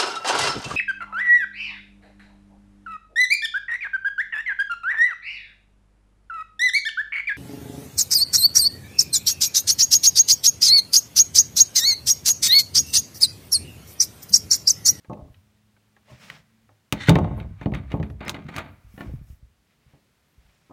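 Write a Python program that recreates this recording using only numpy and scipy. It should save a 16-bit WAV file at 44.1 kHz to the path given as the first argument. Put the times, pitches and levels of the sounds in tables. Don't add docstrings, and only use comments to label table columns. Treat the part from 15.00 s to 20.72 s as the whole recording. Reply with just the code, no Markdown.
import sys
import numpy as np
from scipy import signal
from scipy.fft import rfft, irfft
from scipy.io import wavfile
from scipy.ndimage import uniform_filter1d

SR = 44100
rng = np.random.default_rng(int(sys.argv[2]) if len(sys.argv) > 2 else 0)


def wav_out(sig):
    wavfile.write(sys.argv[1], SR, np.round(np.clip(np.atleast_2d(sig).T, -1, 1) * 32767).astype(np.int16))


def invert_db(x):
    u = np.asarray(x, float) / 20
    return 10 ** u


N = 252252
T = np.arange(N) / SR

# (pitch [Hz], level [dB])
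LATCH = [(1450, -4.5), (1780, -2), (2000, -1), (2400, -2), (2750, -5.5), (3100, -7), (3700, -3.5),
         (3900, -5), (4500, -10)]
# (pitch [Hz], level [dB], time to fade 60 dB [s])
DOOR = [(62, 0, 0.34), (86, -6, 0.17), (104.6, -4.5, .4), (133, -11, 0.11), (168, 4.5, .3),
        (211.3, -0.5, 0.47), (283.3, 4, 0.26), (338, -1.5, 0.27), (367, -4.5, 0.39), (426, -9, 0.56),
        (488.5, -5, 0.19)]
# (pitch [Hz], level [dB], time to fade 60 dB [s])
SKIN = [(562, -3, 0.25), (616, 0.5, 0.26), (652.6, -6, 0.27), (700.2, -2, 0.21), (799.7, 2.5, 0.16),
        (835, -1, 0.16), (887, 0, 0.22), (986, 1, .1), (1089, -2.5, 0.29), (1244, 0, 0.099),
        (1295, -7, 0.09), (1450, -19.5, 0.16), (1660, -19, 0.11), (1870, -14.5, 0.11)]


def colour(x, points):
    hz, db = np.transpose(points)
    f = np.maximum(np.arange(len(x) // 2 + 1) * SR / len(x), 1)
    gain_db = np.interp(np.log(f), np.log(hz), db)
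    return irfft(rfft(x) * invert_db(gain_db), len(x))


def unit(x):
    return x / np.sqrt(np.mean(x ** 2))


def ring(hz, db, t60, seconds, sign=1):
    t = T[:int(seconds * SR), None]
    fade = 1000. ** (-t / np.maximum(t60, .002))
    return np.sum(sign * invert_db(db) * np.sin(2 * np.pi * hz * t) * fade, axis=1)


def add(out, s, x, db):
    i = int(s * SR)
    out[i:i + len(x)] += (x * invert_db(db) / np.abs(x).max())[:N - i]


def track(spans, column, edge=.012):
    value, gate = np.zeros(N), np.zeros(N)
    for rows in map(np.array, spans):
        first_s, last_s = rows[0, 0], rows[-1, 0]
        near = (T > first_s - edge) & (T < last_s + edge)
        value[near] = np.interp(T[near], rows[:, 0], rows[:, column])
        gate[(T > first_s) & (T < last_s)] = 1
    return value, uniform_filter1d(gate, int(edge * SR))


def walk(rate):
    k = int(SR / rate)
    held = np.repeat(rng.standard_normal(N // k + 1), k)
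    return uniform_filter1d(held, k)[:N]


def each(groups):
    return [(*row, *traits) for rows, *traits in groups for row in rows]


def swell(s, db, build_s, fade_s, roundness):
    away = np.where(T < s, (s - T) / max(build_s, .001), (T - s) / max(fade_s, .001))
    return invert_db(db - 30 * np.minimum(away, 4) ** roundness)


def slips(per_second, scatter_db, hiss):
    clicks = (rng.random(N) < per_second / SR) * invert_db(scatter_db * rng.exponential(size=N))
    clicks = clicks * rng.choice([-1, 1], N)
    return clicks + hiss * rng.standard_normal(N) * np.std(clicks)


def through(x, modes, t60):
    sides = (-1) ** np.arange(len(modes))
    hz, db = np.transpose(modes)
    return unit(signal.fftconvolve(x, ring(hz, db, t60, .12, sides))[:N])


def house():
    # (pitch [Hz], level [dB per Hz])
    hiss_tone = [(15, -58), (25, -9), (43, 0.5), (166, -1), (195, -2), (223, -2.5), (277, -7), (591, -12),
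                 (818, -14), (2110, -14.5), (16000, -28.5)]
    # (time [s], pitch [Hz], level [dB], level of the tone an octave up [dB])
    hum = [(0.4, 105.2, -66, -67.5), (1.062, 106.7, -68.5, -69), (1.66, 111.9, -73, -64),
           (1.7, 103, -57, -95), (1.88, 109, -77, -105)]
    hz, gate = track([hum], 1, edge=0.085)
    db, _ = track([hum], 2, edge=0.085)
    second_db, _ = track([hum], 3, edge=0.085)
    phase = 2 * np.pi * np.cumsum(hz) / SR
    motor = invert_db(db + 1.0 * walk(4)) * np.sin(phase)
    motor = motor + invert_db(second_db + 1.5 * walk(8)) * np.sin(2 * phase)
    air = unit(colour(rng.standard_normal(N), hiss_tone)) * invert_db(-66.5 + .9 * walk(2.5))
    return air + np.sqrt(2) * gate * motor


def ticks():
    # (time [s], peak level [dB], pitch [Hz])
    bolt_tip = [(0.0972, -48.5, 1290), (1.9247, -8, 2940), (3.2086, -45.5, 1400), (3.4441, -52, 2100),
                (3.4683, -49, 3870), (3.2947, -12, 3770)]
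    bolt_side = [(2.0742, -22, 1991), (2.0934, 1, 3800), (2.1874, -28, 2240), (2.755, -47, 1450),
                 (3.2505, -37, 1326), (3.281, -19, 2100), (3.5822, -22, 1380), (3.5638, -18, 2100)]
    spring = [(0.1321, -45, 2680), (2.7472, -33, 2500)]
    catch = [(1.3, -25, 1940), (3.0286, -30.5, 1670), (3.1005, -39, 1300), (3, -51, 1794)]
    knob = [(0.0468, -47.5, 1660), (0.7652, -55, 1530), (0.9652, -49, 1650), (1.6906, -50.5, 1300),
            (2.613, -34, 1800), (2.9033, -42.5, 1870), (3.263, -33.5, 1500), (2.9183, -30.5, 2250),
            (2.9991, -43.5, 2260), (3.3444, -27, 2370), (3.4871, -34, 2100), (3.9769, -41.5, 1740),
            (4.0098, -40, 2900), (3.228, -51, 1930), (3.273, -33.5, 1230), (3.59, -25, 1353),
            (3.598, -35.5, 1370)]
    collar = [(0.3436, -48.5, 2620), (2.0857, -9, 1900), (2.1556, -14.5, 2268), (2.2443, -32.5, 1350),
              (2.401, -35, 2500), (2.7202, -40, 2290), (2.7379, -25, 1870), (2.7944, -59, 1430),
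              (2.6584, -30, 2060), (2.8799, -52, 1600), (3.5404, -47, 2030)]
    # (pitch [Hz], level [dB])
    bright = [(5650, -2), (6300, 7), (6900, -3), (7700, -7), (9200, -6.5), (10000, -8), (11800, 0),
              (14500, -3), (15600, 2)]
    # (contacts, treble [dB], time to fade 60 dB [s])
    parts = [(bolt_tip, -4, .009), (bolt_side, -8, .01), (spring, -8, .035),
             (catch, -17, .016), (knob, -21, .045), (collar, -27, .028)]
    out, (hz, db) = np.zeros(N), np.transpose(LATCH)
    top_hz, top_db = np.transpose(bright)
    t = T[:2000]
    for s, peak_db, centre_hz, treble_db, t60 in each(parts):
        chance = rng.standard_normal((6, len(hz)))
        near_db = -14 * np.abs(np.log2(hz / centre_hz))
        body_hz, body_db = hz * (1 + 0.047 * chance[0]), db + near_db + 3 * chance[1]
        body = ring(body_hz, body_db, t60, .1, np.sign(chance[5]))
        body = body + ring(centre_hz, -1.0, .8 * t60, .1)
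        tilt_db = (0.24 * treble_db - 8.5) * np.log2(top_hz / top_hz[0])
        bright_hz, bright_db = top_hz * (1 + .02 * chance[2]), top_db + tilt_db + 2 * chance[3]
        top = ring(bright_hz, bright_db, .25 * t60, .1, np.sign(chance[4]))
        shudder = np.exp(-t / 0.0045) + .27 * np.exp(-t / (0.8 * t60))
        grit = colour(rng.standard_normal(2000), [(400, -34.0), (1200, 5.0), (3500, -3.5), (6000, treble_db),
                                                  (16000, 1.1 * treble_db - 9.0)])
        add(out, s, body, peak_db)
        add(out, s, top, peak_db + treble_db)
        add(out, s, grit * shudder, peak_db - 6.0)
    return out


def knocks():
    # (time [s], peak level [dB], contact time [ms])
    grab = [(0.047, -47.5, 0.11), (0.0975, -24, 0.17), (0.103, -24.5, 0.46), (0.113, -22.5, 0.27),
            (0.128, -27, 0.24), (0.17, -32.5, 0.25), (0.15, -34, 0.19), (0.19, -31, 0.4), (0.21, -36, 0.19),
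            (0.25, -36.5, 0.4), (0.28, -44.5, 0.32), (0.767, -60.5, 0.093), (0.966, -51.5, 0.058),
            (1.082, -50, 0.07), (1.117, -44.5, 0.11), (1.14, -48.5, 0.067), (1.315, -49.5, 0.088),
            (1.692, -48.5, 0.087), (1.71, -56, 0.12)]
    slam = [(1.9255, -13.5, 0.33), (2.086, 0.5, 0.48), (2.093, 1, 0.14), (2.103, -7.5, 0.67),
            (2.116, -6.5, 0.67)]
    rebound = [(2.157, -5.5, 0.043), (2.164, -17.5, 0.094), (2.184, -10.5, 0.051), (2.198, -20, 0.15),
               (2.213, -12.5, 0.41), (2.245, -16, 0.077), (2.272, -23.5, 0.088), (2.31, -21.5, 0.22),
               (2.33, -23.5, 0.34), (2.376, -26.5, 0.081), (2.411, -25, 0.24), (2.445, -27, 0.26),
               (3.031, -25, 0.48)]
    rattle = [(2.385, -27.5, 0.5), (2.614, -26, 0.15), (2.6595, -9.5, 0.3), (2.722, -17, 0.35),
              (2.751, -24.5, 0.64), (2.9395, -12, 0.32), (2.999, -15, 0.37), (3.012, -19.5, 0.66),
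              (2.968, -24.5, 0.27), (2.738, -19, 0.55), (2.8, -26.5, 0.97), (3.1, -30, 0.37)]
    turn = [(2.915, -27, 0.23), (3.209, -25.5, 0.19), (3.264, -26, 0.26), (3.293, -32, 0.11),
            (3.343, -25, 0.23), (3.488, -27, 0.5), (3.561, -25.5, 0.56), (3.582, -29, 0.16),
            (3.594, -33.5, .2), (3.283, -34, 0.27), (3.383, -26, 0.6), (3.318, -35, .9), (3.978, -30, 0.33),
            (4.007, -25.5, 0.35), (4.045, -31.5, 0.45), (4.09, -38.5, .4)]
    far = [(4.935, -47.5, 0.5), (5.697, -43.5, 0.21), (5.708, -39, 0.146)]
    # (blows, share of the free ring [0-1], bass [dB], bass below [Hz])
    gestures = [(grab, 0.35, -17.5, 237), (slam, 0.41, -2, 190), (rebound, 0.37, 4.8, 150),
                (rattle, 0.42, 1.2, 89), (turn, 0.54, -24.5, 145), (far, 0.99, -23, 200)]
    out, (hz, db, t60) = np.zeros(N), np.transpose(DOOR + SKIN)
    sides = np.where(hz < 520, np.sign(hz - 118), (-1) ** np.arange(len(hz)))
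    for s, peak_db, contact_ms, share, bass_db, bass_hz in each(gestures):
        chance = rng.standard_normal((2, len(hz)))
        bass = bass_db / (1 + (hz / bass_hz) ** 4)
        hz_now, db_now = hz * (1 + .008 * chance[0]), db + bass + 2.5 * chance[1]
        panel = ring(hz_now, db_now, t60 * share, 0.51, sides)
        push = T[:400] * np.exp(-T[:400] * 1000 / max(contact_ms, .03))
        add(out, s, signal.fftconvolve(panel, push), peak_db + 0.5)
    return out


def steps():
    # (time [s], peak level [dB], pitch [Hz], time to fade 60 dB [s])
    thuds_and_creaks = [(0.084, -39.5, 91, 0.12), (0.222, -33.5, 74, 0.12), (0.3, -40, 70, 0.056),
                        (0.365, -50, 87, 0.14), (1.078, -58, 595, .09), (1.098, -48, 630, 0.11),
                        (1.117, -54, 570, 0.13), (1.312, -59, 690, .1), (1.111, -45, 125.3, 0.19),
                        (1.135, -50, 118, 0.16), (1.242, -50.5, 155, 0.082), (1.283, -64, 140, 0.087),
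                        (1.325, -53, 149, 0.069), (1.4, -58, 100, .07), (2.472, -37, 111, .1),
                        (2.51, -30.5, 95, 0.13), (3.448, -34.5, 143, 0.19), (3.649, -39, 133, 0.066),
                        (3.845, -40, 53.8, 0.22), (3.94, -39.5, 112, 0.078), (4.062, -33, 99.4, 0.25),
                        (4.078, -31, 63.2, 0.56), (4.093, -43.5, 293, 0.042), (4.137, -24, 128, 0.058),
                        (4.151, -44, 105, 0.092), (4.182, -35.5, 62, 0.16), (4.213, -32, 74, 0.049),
                        (4.247, -51, 51.8, 0.1), (4.301, -32, 63, 0.073), (4.329, -38, 69.2, 0.079),
                        (4.427, -37.5, 61, 0.14), (4.497, -54.5, 79.6, 0.1), (4.863, -48.5, 72.4, 0.12),
                        (4.936, -50, 142, 0.092), (5.379, -45.5, 60.5, 0.13), (5.449, -49.5, 48.6, 0.097),
                        (5.488, -55.5, 52, 0.11)]
    out = np.zeros(N)
    for s, peak_db, hz, t60 in thuds_and_creaks:
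        tones_db = np.array([-8, 0, -9]) + 3.1 * rng.standard_normal(3)
        floor = ring(hz * np.array([.62, 1, 1.7]), tones_db, t60, 0.53)
        soft_start = 1 - np.exp(-T[:len(floor)] / 0.002)
        add(out, s, floor * soft_start, peak_db + 4.5)
    return out


def sleeve():
    # (loudest time [s], level [dB], build [s], fade [s])
    rubs = [(0.35, -78, 0.14, 0.17), (2.385, -70, .05, 0.041), (3.66, -74, 0.12, 0.41),
            (3.989, -63.5, 0.13, 0.11), (4.13, -70, 0.079, 0.11), (4.3, -68, 0.13, 0.12)]
    cloth = unit(colour(slips(6000., 1.9, 1.0), [(5000, -32), (9000, -5), (13000, 0), (16000, -3.5)]))
    cloth = cloth * invert_db(2.0 * walk(60))
    return cloth * sum(swell(*rub, 2.7) for rub in rubs)


def brush():
    # (loudest time [s], level [dB], build [s], fade [s], treble [dB])
    strokes = [(0.37, -68, 0.086, 0.03, -13), (1.105, -55, 0.09, 0.26, -10), (1.249, -52, 0.11, 0.18, -7.5),
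               (1.34, -52, 0.19, 0.11, -15), (1.395, -67.5, .1, 0.02, -22),
               (3.645, -63.5, 0.044, 0.12, -17.5), (3.95, -67, 0.24, 0.13, -4),
               (4.07, -64, 0.14, 0.27, -5.5), (4.299, -69.5, 0.086, 0.14, 1.5),
               (4.909, -67.5, 0.22, 0.14, -15), (5.481, -67, 0.2955, 0.79, -8.5),
               (4.71, -68.5, 0.08, 0.068, -20)]
    # (pitch [Hz], level [dB per Hz])
    pile_tone = [(53, -44), (90, -17), (151, 4.5), (311, -15.5), (640, -10), (698, -12), (984, -13),
                 (2250, -9), (5500, -20), (7150, -39), (12100, -120)]
    body = unit(colour(slips(4000., 2.0, 1.2), pile_tone)) * invert_db(1.8 * walk(120))
    top_tone = [(3500, -30), (5200, 0), (8000, -5), (10500, -12), (16000, -14)]
    top = unit(colour(rng.standard_normal(N), top_tone)) * invert_db(2.0 * walk(40))
    flat = unit(colour(body, [(800, -17), (1550, 0.5), (2400, -14.0)]))
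    out = 0
    for s, db, build_s, fade_s, treble_db in strokes:
        out = out + swell(s, db, build_s, fade_s, 1.4) * (body + invert_db(treble_db) * top)
        out = out + swell(s + 0.31 * fade_s, db - 13.0, 0.48 * build_s, 0.4 * fade_s, 1.1) * flat
    return out


def chatter():
    # (loudest time [s], level [dB], build [s], fade [s], treble [dB])
    bursts = [(1.927, -31, 0.002, 0.076, -14), (2.0845, -19, .002, 0.076, -15),
              (2.156, -30.5, 0.0033, 0.053, -21), (2.406, -49, 0.15, 0.11, -18.5),
              (2.629, -44.5, 0.075, 0.078, -16.5), (2.747, -36, 0.014, 0.049, -22),
              (2.77, -46, .05, .15, -25), (3.029, -42, .003, .07, -20), (2.92, -44.5, 0.053, 0.118, -15),
              (3.206, -40.5, 0.0026, 0.065, -31), (3.29, -30.5, 0.064, 0.0033, -23.5),
              (3.296, -32, 0.0021, 0.038, -2), (3.348, -41, 0.012, 0.052, -19.5),
              (3.37, -48, 0.07, 0.012, -25), (3.485, -42.5, 0.0026, 0.045, -12.5),
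              (3.23, -44, .04, .1, -22), (3.39, -52, .03, .4, -22), (3.545, -46, .1, .05, -22),
              (3.605, -44, .03, .2, -22), (3.563, -41.5, 0.063, 0.007, -9.5),
              (3.568, -33.5, 0.0025, 0.049, -27), (3.583, -29.5, 0.0072, 0.054, -13),
              (4.016, -45.5, 0.077, 0.044, -11), (4.04, -55, .03, .3, -18)]
    force = slips(1800., 1.8, 1.0) * invert_db(2.5 * walk(250))
    wood = through(force, np.array(DOOR + SKIN)[6:, :2], 0.014)
    metal = unit(colour(through(force, LATCH, .006), [(2400, 0), (3200, -4), (4800, -11)]))
    fizz = unit(colour(force, [(2800, -18), (4600, 0), (7000, -3), (10000, -10), (16000, -15)]))
    wood_db, wood_linger = -2, 1.4
    out = 0
    for s, db, build_s, fade_s, treble_db in bursts:
        out = out + swell(s, db - 2.0, build_s, fade_s, 0.85) * (metal + invert_db(treble_db) * fizz)
        out = out + swell(s, db + wood_db, build_s, fade_s * wood_linger, 0.95) * wood
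    return out


def slide():
    # (time [s], level [dB], free-end pitch [Hz], free-end level [dB])
    drag = [(1.955, -54.5, 4830, -16), (1.988, -48, 4950, -19.5), (2.0, -39, 5235, -17.5),
            (2.022, -34.5, 5654, -12), (2.045, -35, 6300, -15.5), (2.07, -41, 6350, -25.5),
            (2.083, -25, 6675, -26.5)]
    # (pitch [Hz], level [dB])
    plate = [(1640, -7.5), (1830, -1.5), (1910, 4.5), (1990, 2), (2180, -5), (2370, -9.5), (3100, -10.5),
             (3500, -10.5), (3720, -10), (3950, -11.5), (4400, -14.5)]
    force = slips(5000., 2.2, 0.7) * invert_db(2.2 * walk(300))
    db, gate = track([drag], 1, edge=0.00093)
    hz, _ = track([drag], 2, edge=0.00093)
    end_db, _ = track([drag], 3, edge=0.00093)
    phase = 2 * np.pi * np.cumsum(hz) / SR
    end = unit(walk(1300)) * (np.sin(phase) + .7 * np.sin(.63 * phase))
    end = end + invert_db(-5) * unit(walk(2500)) * (np.sin(1.27 * phase) + .7 * np.sin(1.48 * phase))
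    rasp = unit(colour(force, [(300, -19.5), (900, -5), (2000, -0.5), (4800, -5.5), (7000, -10.5),
                               (11000, -23), (16000, -34)]))
    return gate * invert_db(db) * (through(force, plate, .014) + invert_db(end_db - 3) * end + invert_db(-8) * rasp)


def squeak():
    # (start [s], length [s], first pitch [Hz], last pitch [Hz], level [dB])
    whistles = [(2.365, .035, 11600, 11645, -69), (2.362, .035, 9855, 9925, -72),
                (2.71, .04, 11200, 11200, -75), (2.93, .06, 12300, 12700, -78),
                (3.01, .075, 11800, 11150, -77), (3.075, .065, 11200, 11350, -77),
                (3.258, .028, 5160, 5180, -52), (5.25, .12, 12200, 13800, -83),
                (5.365, .028, 13700, 12200, -86), (5.45, .085, 14500, 12000, -82),
                (2.95, .045, 11750, 11450, -81), (2.765, .035, 9400, 8600, -79)]
    out, waver, flicker = np.zeros(N), walk(200), walk(68)
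    for s, length_s, first_hz, last_hz, db in whistles:
        along = np.clip((T - s) / length_s, 0, 1)
        hz = first_hz + (last_hz - first_hz) * along
        phase = 2 * np.pi * np.cumsum(hz * (1 + 0.006 * waver)) / SR
        out += np.sin(np.pi * along) * invert_db(db + 4.0 + 3.5 * flicker) * np.sin(phase)
    return out


def bell():
    # (pitch [Hz], level [dB], time to fade 60 dB [s])
    knob_tones = [(709, -6.5, 0.17), (1104, -10, 0.12), (1430, -0.5, 0.043), (1770, 1, 0.065),
                  (2920, -6, 0.048), (3770, -30, 0.14)]
    # (time [s], peak level [dB])
    hits = [
        (3.979, -38.5),
        (3.989, -38),
        (4.008, -24),
        (4.034, -49),
    ]
    out, (hz, db, t60) = np.zeros(N), np.transpose(knob_tones)
    for s, peak_db in hits:
        add(out, s, ring(hz, db + 2.0 * rng.standard_normal(len(hz)), t60, .2), peak_db)
    return out


def room(x):
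    # (band centre [Hz], level [dB], time to fade 60 dB [s])
    bands = [(70, 2.5, 0.84), (204.6, -5.5, 0.45), (650, -7, 0.37), (1600, -19, 1), (3800, -16, 0.12),
             (9000, -24.5, 0.13)]
    t, tail = T[:SR], 0
    for hz, db, t60 in bands:
        shape = [(hz / 4, -36), (hz / 1.6, -5), (hz, 0), (hz * 1.6, -5), (hz * 4, -36)]
        band = colour(rng.standard_normal(SR), shape)
        tail = tail + invert_db(db) * band * 1000. ** (-t / t60) / np.sqrt(t60 * SR / 14)
    return signal.fftconvolve(x, tail * (1 - np.exp(-t / 0.0015)))[:N]


def scene():
    near = ticks() + knocks() + chatter() + slide() + brush() + squeak() + sleeve() + bell()
    thumps = steps()
    echo = room(near + invert_db(-13.5) * thumps)
    return (near + thumps + echo + house())[None]


def band_limit(x):
    return signal.sosfilt(signal.butter(12, 17140, fs=SR, output="sos"), x)


def record(dry):
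    x = signal.sosfilt(signal.butter(3, 42, "highpass", fs=SR, output="sos"), dry)
    x = np.tanh(1.196 * x) / 1.329
    x = signal.sosfilt(signal.ellip(4, .3, 13, 15850, fs=SR, output="sos"), x)
    return band_limit(x)


dry = scene()
out = record(dry)
wav_out(out)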